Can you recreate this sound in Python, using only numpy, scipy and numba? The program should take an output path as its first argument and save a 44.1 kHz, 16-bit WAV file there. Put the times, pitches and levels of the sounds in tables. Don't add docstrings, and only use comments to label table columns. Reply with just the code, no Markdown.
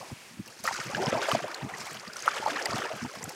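import sys
import numpy as np
from scipy import signal
from scipy.fft import rfft, irfft
from scipy.io import wavfile
from scipy.ndimage import uniform_filter1d
from numba import njit

SR = 44100
rng = np.random.default_rng(int(sys.argv[2]) if len(sys.argv) > 2 else 0)


def decibels_to_gain(level_db):
    exponent = np.asarray(level_db, float) / 20
    return 10 ** exponent


def wav_record(signal):
    frames = np.transpose(np.atleast_2d(signal))
    bounded = np.clip(frames, -1, 1)
    quanta = np.round(bounded * 32767).astype(np.int16)
    wavfile.write(sys.argv[1], SR, quanta)


N = 147735
BUBBLE_GLIDE = 0.2


def unit(x):
    return x / np.sqrt(np.mean(x ** 2))


def colour(x, points):
    f, db = np.array(points).T
    grid_hz = np.arange(1, 4098) * SR / 8192
    log_gain = np.interp(np.log(grid_hz), np.log(f), db) * np.log(10) / 20
    cepstrum = irfft(log_gain)
    cepstrum[1:4096] *= 2
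    cepstrum[4097:] = 0
    response = irfft(np.exp(rfft(cepstrum)))
    return signal.fftconvolve(x, response)[:len(x)]


def walk(rate):
    hold = int(SR / rate)
    steps = np.clip(rng.standard_normal(N // 100)[:N // hold + 1], -2, 2)
    slewed = uniform_filter1d(np.repeat(steps, hold), hold)
    return 1.5 * uniform_filter1d(slewed, hold)[:N]


@njit
def ring(n, start, hz, cycles, size, glide):
    y = np.zeros(n)
    for g in range(len(start)):
        first = int(start[g])
        life = cycles[g] * SR / hz[g]
        phase, step = 0., 2 * np.pi * hz[g] / SR
        for i in range(min(int(2 * life), n - first)):
            phase += min(step * (1 + glide[g] * i / life), 3.)
            swell = min(phase / 9, 1.)
            y[first + i] += size[g] * swell * np.exp(-3.5 * i / life) * np.sin(phase)
    return y


def crowd(rate, low_hz, high_hz, cycles, spread_db, db, tilt_db, count):
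    u = rng.random((count, 5)).T
    s = np.cumsum(-np.log(1 - u[0])) / rate
    keep = s < N / SR
    bunching_db = 1.3 * walk(60)[np.minimum(s * SR, N - 1).astype(int)]
    size_db = np.minimum(-spread_db * np.log(1 - u[1]), 4 * spread_db) + bunching_db
    hz = low_hz * (high_hz / low_hz) ** u[2]
    size = decibels_to_gain(size_db + tilt_db * np.log2(hz / low_hz))
    life = cycles * (.5 + u[3])
    glide = 2 * BUBBLE_GLIDE * u[4]
    y = ring(N, s[keep] * SR, hz[keep], life[keep], size[keep], glide[keep])
    return y, db


def bursts(s, db, hz, length, count, low, high, others_db, cycles):
    s, db, hz, length = (np.reshape(v, (-1, 1)) for v in (s, db, hz, length))
    u = rng.random((len(s), 3, count))
    later = np.arange(count) > 0
    start = (s + length * u[:, 0] * later) * SR
    f = np.minimum(hz * np.where(later, low * (high / low) ** u[:, 1], 1), .4 * SR)
    life = np.where(later, cycles * (.5 + u[:, 2]), np.clip(length * hz, 3, 40))
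    size = decibels_to_gain(db - 1.0 + others_db * later * (0.32 + u[:, 2]))
    glide = BUBBLE_GLIDE * u[:, 2]
    return ring(N, start.ravel(), f.ravel(), life.ravel(), size.ravel(), glide.ravel())


# [t/s, gurgle level/dB, wash level/dB, spray level/dB]
STIR = [(0, -49, -78, -58), (.41, -77, -63, -68), (0.469, -55.5, -56, -58.5), (.63, -62, -70, -58.5),
        (0.648, -58, -41, -45), (.9, -43, -37.5, -48.5), (1.0, -37, -40, -49), (1.15, -35, -35, -50),
        (1.33, -35, -33, -42.5), (1.385, -40.5, -39, -51.5), (1.68, -47.5, -46, -59),
        (1.8, -44.5, -42.5, -49.5), (2.1, -54.5, -49.5, -61.5), (2.235, -50.5, -43, -50),
        (2.273, -43, -37, -48.5), (2.8, -38, -36.5, -49), (2.9, -45.5, -40, -54),
        (3.35, -49.5, -49.5, -53.5)]
# [rate/(1/s), lowest f/Hz, highest f/Hz, ring/cycles, size spread/dB, level/dB, tilt/(dB per octave)]
GURGLE = (480, 320.5, 1036, 13, 3, 0.5, 6.5)
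WASH = (2100, 1106, 3465, 16, 3, -2, -1.5)
SPRAY = (4200, 2940, 14600, 9.9, 2.6, 4, 0.1)
# [f/Hz, level/dB]
SPRAY_COLOUR = [(1470, 29), (2500, 8), (3010, -34), (3880, 0.5), (4770, 6.5), (6590, 6), (13900, -8.5),
                (15700, -8.5)]


def stirred_water():
    t = np.arange(N) / SR
    stir_s, gurgle_db, wash_db, spray_db = np.array(STIR).T
    large, large_db = crowd(*GURGLE, count=4000)
    middle, middle_db = crowd(*WASH, count=12000)
    fine, fine_db = crowd(*SPRAY, count=30000)
    gurgle = unit(large) * decibels_to_gain(large_db + np.interp(t, stir_s, gurgle_db))
    wash = unit(middle) * decibels_to_gain(middle_db + np.interp(t, stir_s, wash_db))
    spray = unit(colour(fine, SPRAY_COLOUR)) * decibels_to_gain(fine_db + np.interp(t, stir_s, spray_db))
    shared_surge = decibels_to_gain(2.1 * walk(120))
    return gurgle + shared_surge * (wash + spray)


# [t/s, peak level/dB, f/Hz, length/s]
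PLOPS = [(0.004, -37, 527, 0.04), (0.027, -32, 746, 0.02), (0.101, -32, 774, 0.012),
         (0.524, -40, 1600, 0.012), (0.643, -25.5, 680, 0.023), (0.653, -23.5, 1214, 0.022),
         (0.687, -20, 890, 0.025), (0.71, -24, 1000, 0.015), (0.748, -25, 1470, 0.017),
         (0.813, -32, 1340, 0.011), (0.908, -34, 1100, 0.026), (0.931, -25, 826, 0.015),
         (0.966, -25.5, 560, 0.015), (0.948, -19.5, 1645, 0.016), (0.998, -23, 381, 0.072),
         (1.025, -18.5, 716, 0.02), (1.038, -19.5, 697, 0.02), (1.084, -21, 623, 0.01),
         (1.127, -13, 526, 0.019), (1.149, -16, 640, 0.023), (1.174, -20.5, 676, 0.032),
         (1.22, -22.5, 597, 0.021), (1.285, -15.5, 593, 0.021), (1.315, -14.5, 1126, 0.015),
         (1.348, -11.5, 645, 0.011), (1.441, -20.5, 580, 0.02), (1.555, -31.5, 1510, 0.012),
         (1.693, -31.5, 752, 0.027), (1.738, -26, 1870, 0.023), (1.896, -42, 1270, 0.03),
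         (2.099, -33.5, 1410, 0.016), (2.16, -27, 1355, 0.011), (2.257, -26.5, 590, 0.017),
         (2.332, -24, 1720, 0.0089), (2.425, -25, 850, 0.042), (2.461, -13, 846, 0.018),
         (2.474, -19, 585, 0.024), (2.515, -28.5, 281, 0.036), (2.559, -21.5, 1800, 0.012),
         (2.589, -23, 1680, 0.021), (2.658, -18.5, 1880, 0.014), (2.662, -20.5, 856, 0.016),
         (2.733, -22, 1160, 0.012), (2.819, -17.5, 1280, 0.0091), (2.866, -24.5, 1750, 0.011),
         (2.903, -21.5, 629, 0.012), (2.914, -23, 622, 0.027), (3.006, -30.5, 1480, 0.016),
         (3.049, -28.5, 850, 0.019), (3.139, -34, 623, 0.018), (3.277, -36, 696, 0.02)]


def plops():
    return bursts(*np.array(PLOPS).T, count=6, low=0.798, high=1.53, others_db=-10, cycles=11.0)


# [t/s, peak level/dB, f/Hz, length/s]
SLAPS = [
    (0.6754, -14, 1284, 0.015),
    (.676, -14.5, 1835, 0.013),
    (2.2777, -9.5, 1072, 0.0073),
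    (2.278, -6, 1300, 0.0089),
]


def slaps():
    return bursts(*np.array(SLAPS).T, count=5, low=0.7, high=1.55, others_db=-4.5, cycles=5.1)


# [t/s, peak level/dB, f/Hz, bright hiss level/dB]
DROPS = [(0.46, -37, 5700, -47), (0.4765, -39, 4550, -35.5), (0.605, -38, 5340, -42),
         (0.6384, -29, 6000, -26), (0.666, -22.5, 5060, -28), (0.839, -32, 2920, -34.5),
         (0.9477, -20, 2860, -42), (1.04, -28, 3100, -55), (1.06, -20.5, 5100, -57),
         (1.068, -20, 3020, -60), (1.0986, -25.5, 5900, -59), (1.2166, -22, 3570, -52),
         (1.267, -45, 3060, -43), (1.315, -16, 2800, -27), (1.4805, -35, 4800, -40),
         (1.5444, -22, 4260, -37), (1.691, -38.5, 7160, -50), (1.772, -36, 7200, -50),
         (1.783, -30, 5760, -38), (1.8554, -35, 5330, -54), (1.869, -32, 7850, -55),
         (1.9085, -37, 5220, -37), (1.931, -30.5, 8190, -48), (1.943, -31.5, 2950, -36),
         (1.9698, -28.5, 2920, -47), (1.9973, -28.5, 4800, -62), (2.077, -29.5, 4540, -51),
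         (2.133, -28.5, 5130, -40), (2.167, -25, 5730, -36), (2.1918, -27.5, 5000, -41),
         (2.203, -30, 6430, -56), (2.2233, -25, 6150, -57), (2.2578, -27, 2960, -30),
         (2.361, -38, 4700, -49), (2.38, -26, 3070, -40.5), (2.4526, -36, 5950, -54),
         (2.47, -29, 4170, -42), (2.5613, -25, 4030, -64), (2.582, -33, 4900, -48),
         (2.624, -23.5, 5000, -52), (2.6566, -15.5, 4760, -27.5), (2.7086, -24, 4800, -55),
         (2.731, -25, 4430, -48), (2.7803, -25.5, 3520, -30), (2.929, -36, 4240, -44),
         (2.965, -39, 9600, -43), (3.0382, -30.5, 5230, -52), (3.113, -39, 5800, -54),
         (3.1517, -38, 4960, -40), (3.227, -28, 5630, -40), (3.24, -22.5, 7200, -49),
         (3.292, -31.5, 5130, -29.5)]


def drops():
    drop_s, hiss_s = .0045, .003
    s, db, hz, hiss_db = np.array(DROPS).T
    strikes = np.zeros(N)
    strikes[((s - hiss_s / 2) * SR).astype(int)] = decibels_to_gain(hiss_db - 5.5)
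    fade = signal.lfilter([1], [1, -np.exp(-1 / (hiss_s * SR))], strikes)
    fade = signal.lfilter(np.hanning(220) / 75, [1], fade)
    band = signal.butter(1, [5500, 13500], "band", fs=SR, output="sos")
    hiss = signal.sosfilt(band, rng.standard_normal(N))
    knots = bursts(s, db, hz, drop_s, count=7, low=0.8, high=1.63, others_db=1, cycles=4.3)
    return knots + fade * hiss


# [t/s, peak level/dB, f/Hz, length/s]
TRICKLES = [
    (0.462, -41, 1590, 0.0091),
    (0.482, -37.5, 2630, 0.011),
    (0.651, -34, 521, .075),
    (1.124, -27, 2280, .01),
    (1.255, -25, 2140, 0.011),
    (1.874, -31, 2190, 0.011),
    (2.159, -34, 8700, .006),
    (2.482, -20, 1160, 0.015),
    (3.23, -28.5, 1980, 0.0059),
]


def trickles():
    return bursts(*np.array(TRICKLES).T, count=4, low=0.66, high=1.36, others_db=-7, cycles=5.6)


# [t/s, peak level/dB, length/s]
PUFFS = [(0.112, -31, 0.028), (0.005, -48.5, 0.034), (0.153, -68, 0.036), (0.307, -50, 0.029),
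         (0.369, -46, 0.033), (0.335, -47, 0.028), (0.391, -29.5, 0.027), (0.4, -45, 0.026),
         (0.467, -53, 0.037), (0.597, -46, 0.019), (0.624, -44, 0.039), (0.669, -52, 0.028),
         (0.71, -47, 0.05), (0.788, -39.5, 0.032), (0.85, -35.5, 0.072), (0.934, -37.5, 0.024),
         (0.954, -32, 0.12), (1.068, -20, 0.026), (1.119, -28.5, 0.078), (1.324, -25.5, 0.062),
         (1.415, -39.5, 0.06), (1.197, -47, 0.031), (1.622, -26, 0.065), (1.717, -43.5, 0.044),
         (1.783, -45, 0.11), (1.907, -46, 0.092), (2.071, -40, 0.021), (2.396, -40.5, 0.019),
         (2.432, -47.5, 0.086), (2.554, -55, 0.031), (2.679, -35, 0.063), (2.736, -25, 0.025),
         (2.781, -35, 0.023), (2.931, -39, 0.05), (3.016, -27.5, 0.071), (3.158, -42.5, 0.064),
         (3.223, -39, 0.067), (3.275, -36, 0.029)]
# [f/Hz, level/dB]
WIND_COLOUR = [(18, -50), (40, -59), (75, -10), (130, 2), (240, 1.4), (335, -8), (450, -26.5), (800, -50)]


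def wind():
    t = np.arange(N) / SR
    air = unit(colour(rng.standard_normal(N), WIND_COLOUR))
    out = air * decibels_to_gain(-65 + 2.5 * walk(30.38))
    for s, db, length in PUFFS:
        puff = air * np.sin(np.pi * np.clip((t - s) / length, 0, 1) ** 0.61)
        out = out + decibels_to_gain(db) * puff / np.abs(puff).max()
    return out


# [f/Hz, level/dB]
LAKE_COLOUR = [(150, -16), (350, -5), (1100, -7), (2500, -3.5), (3800, -11), (5000, -11.5), (9500, -14.5),
               (15700, -26)]


def lake():
    lake_db, lap_db = -53.5, 1.2
    wake_db, wake_ends_s, wake_fade_s = 3.5, 0.31, 0.015
    t = np.arange(N) / SR
    wake = wake_db / (1 + np.exp((t - wake_ends_s) / wake_fade_s))
    floor = unit(colour(rng.standard_normal(N), LAKE_COLOUR))
    return floor * decibels_to_gain(lake_db + wake + lap_db * walk(7.2))


def scene():
    paddle = stirred_water() + plops() + slaps() + drops() + trickles()
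    return (paddle + wind() + lake())[None]


def low_pass(x):
    return signal.sosfilt(signal.butter(12, 15890, fs=SR, output="sos"), x)


def record(dry):
    rumble_cut = signal.butter(2, 65, "high", fs=SR, output="sos")
    top_cut = signal.ellip(10, .2, 80, 15800, fs=SR, output="sos")
    mix = signal.sosfilt(top_cut, signal.sosfilt(rumble_cut, dry))
    return low_pass(mix)


dry = scene()
out = record(dry)
wav_record(out)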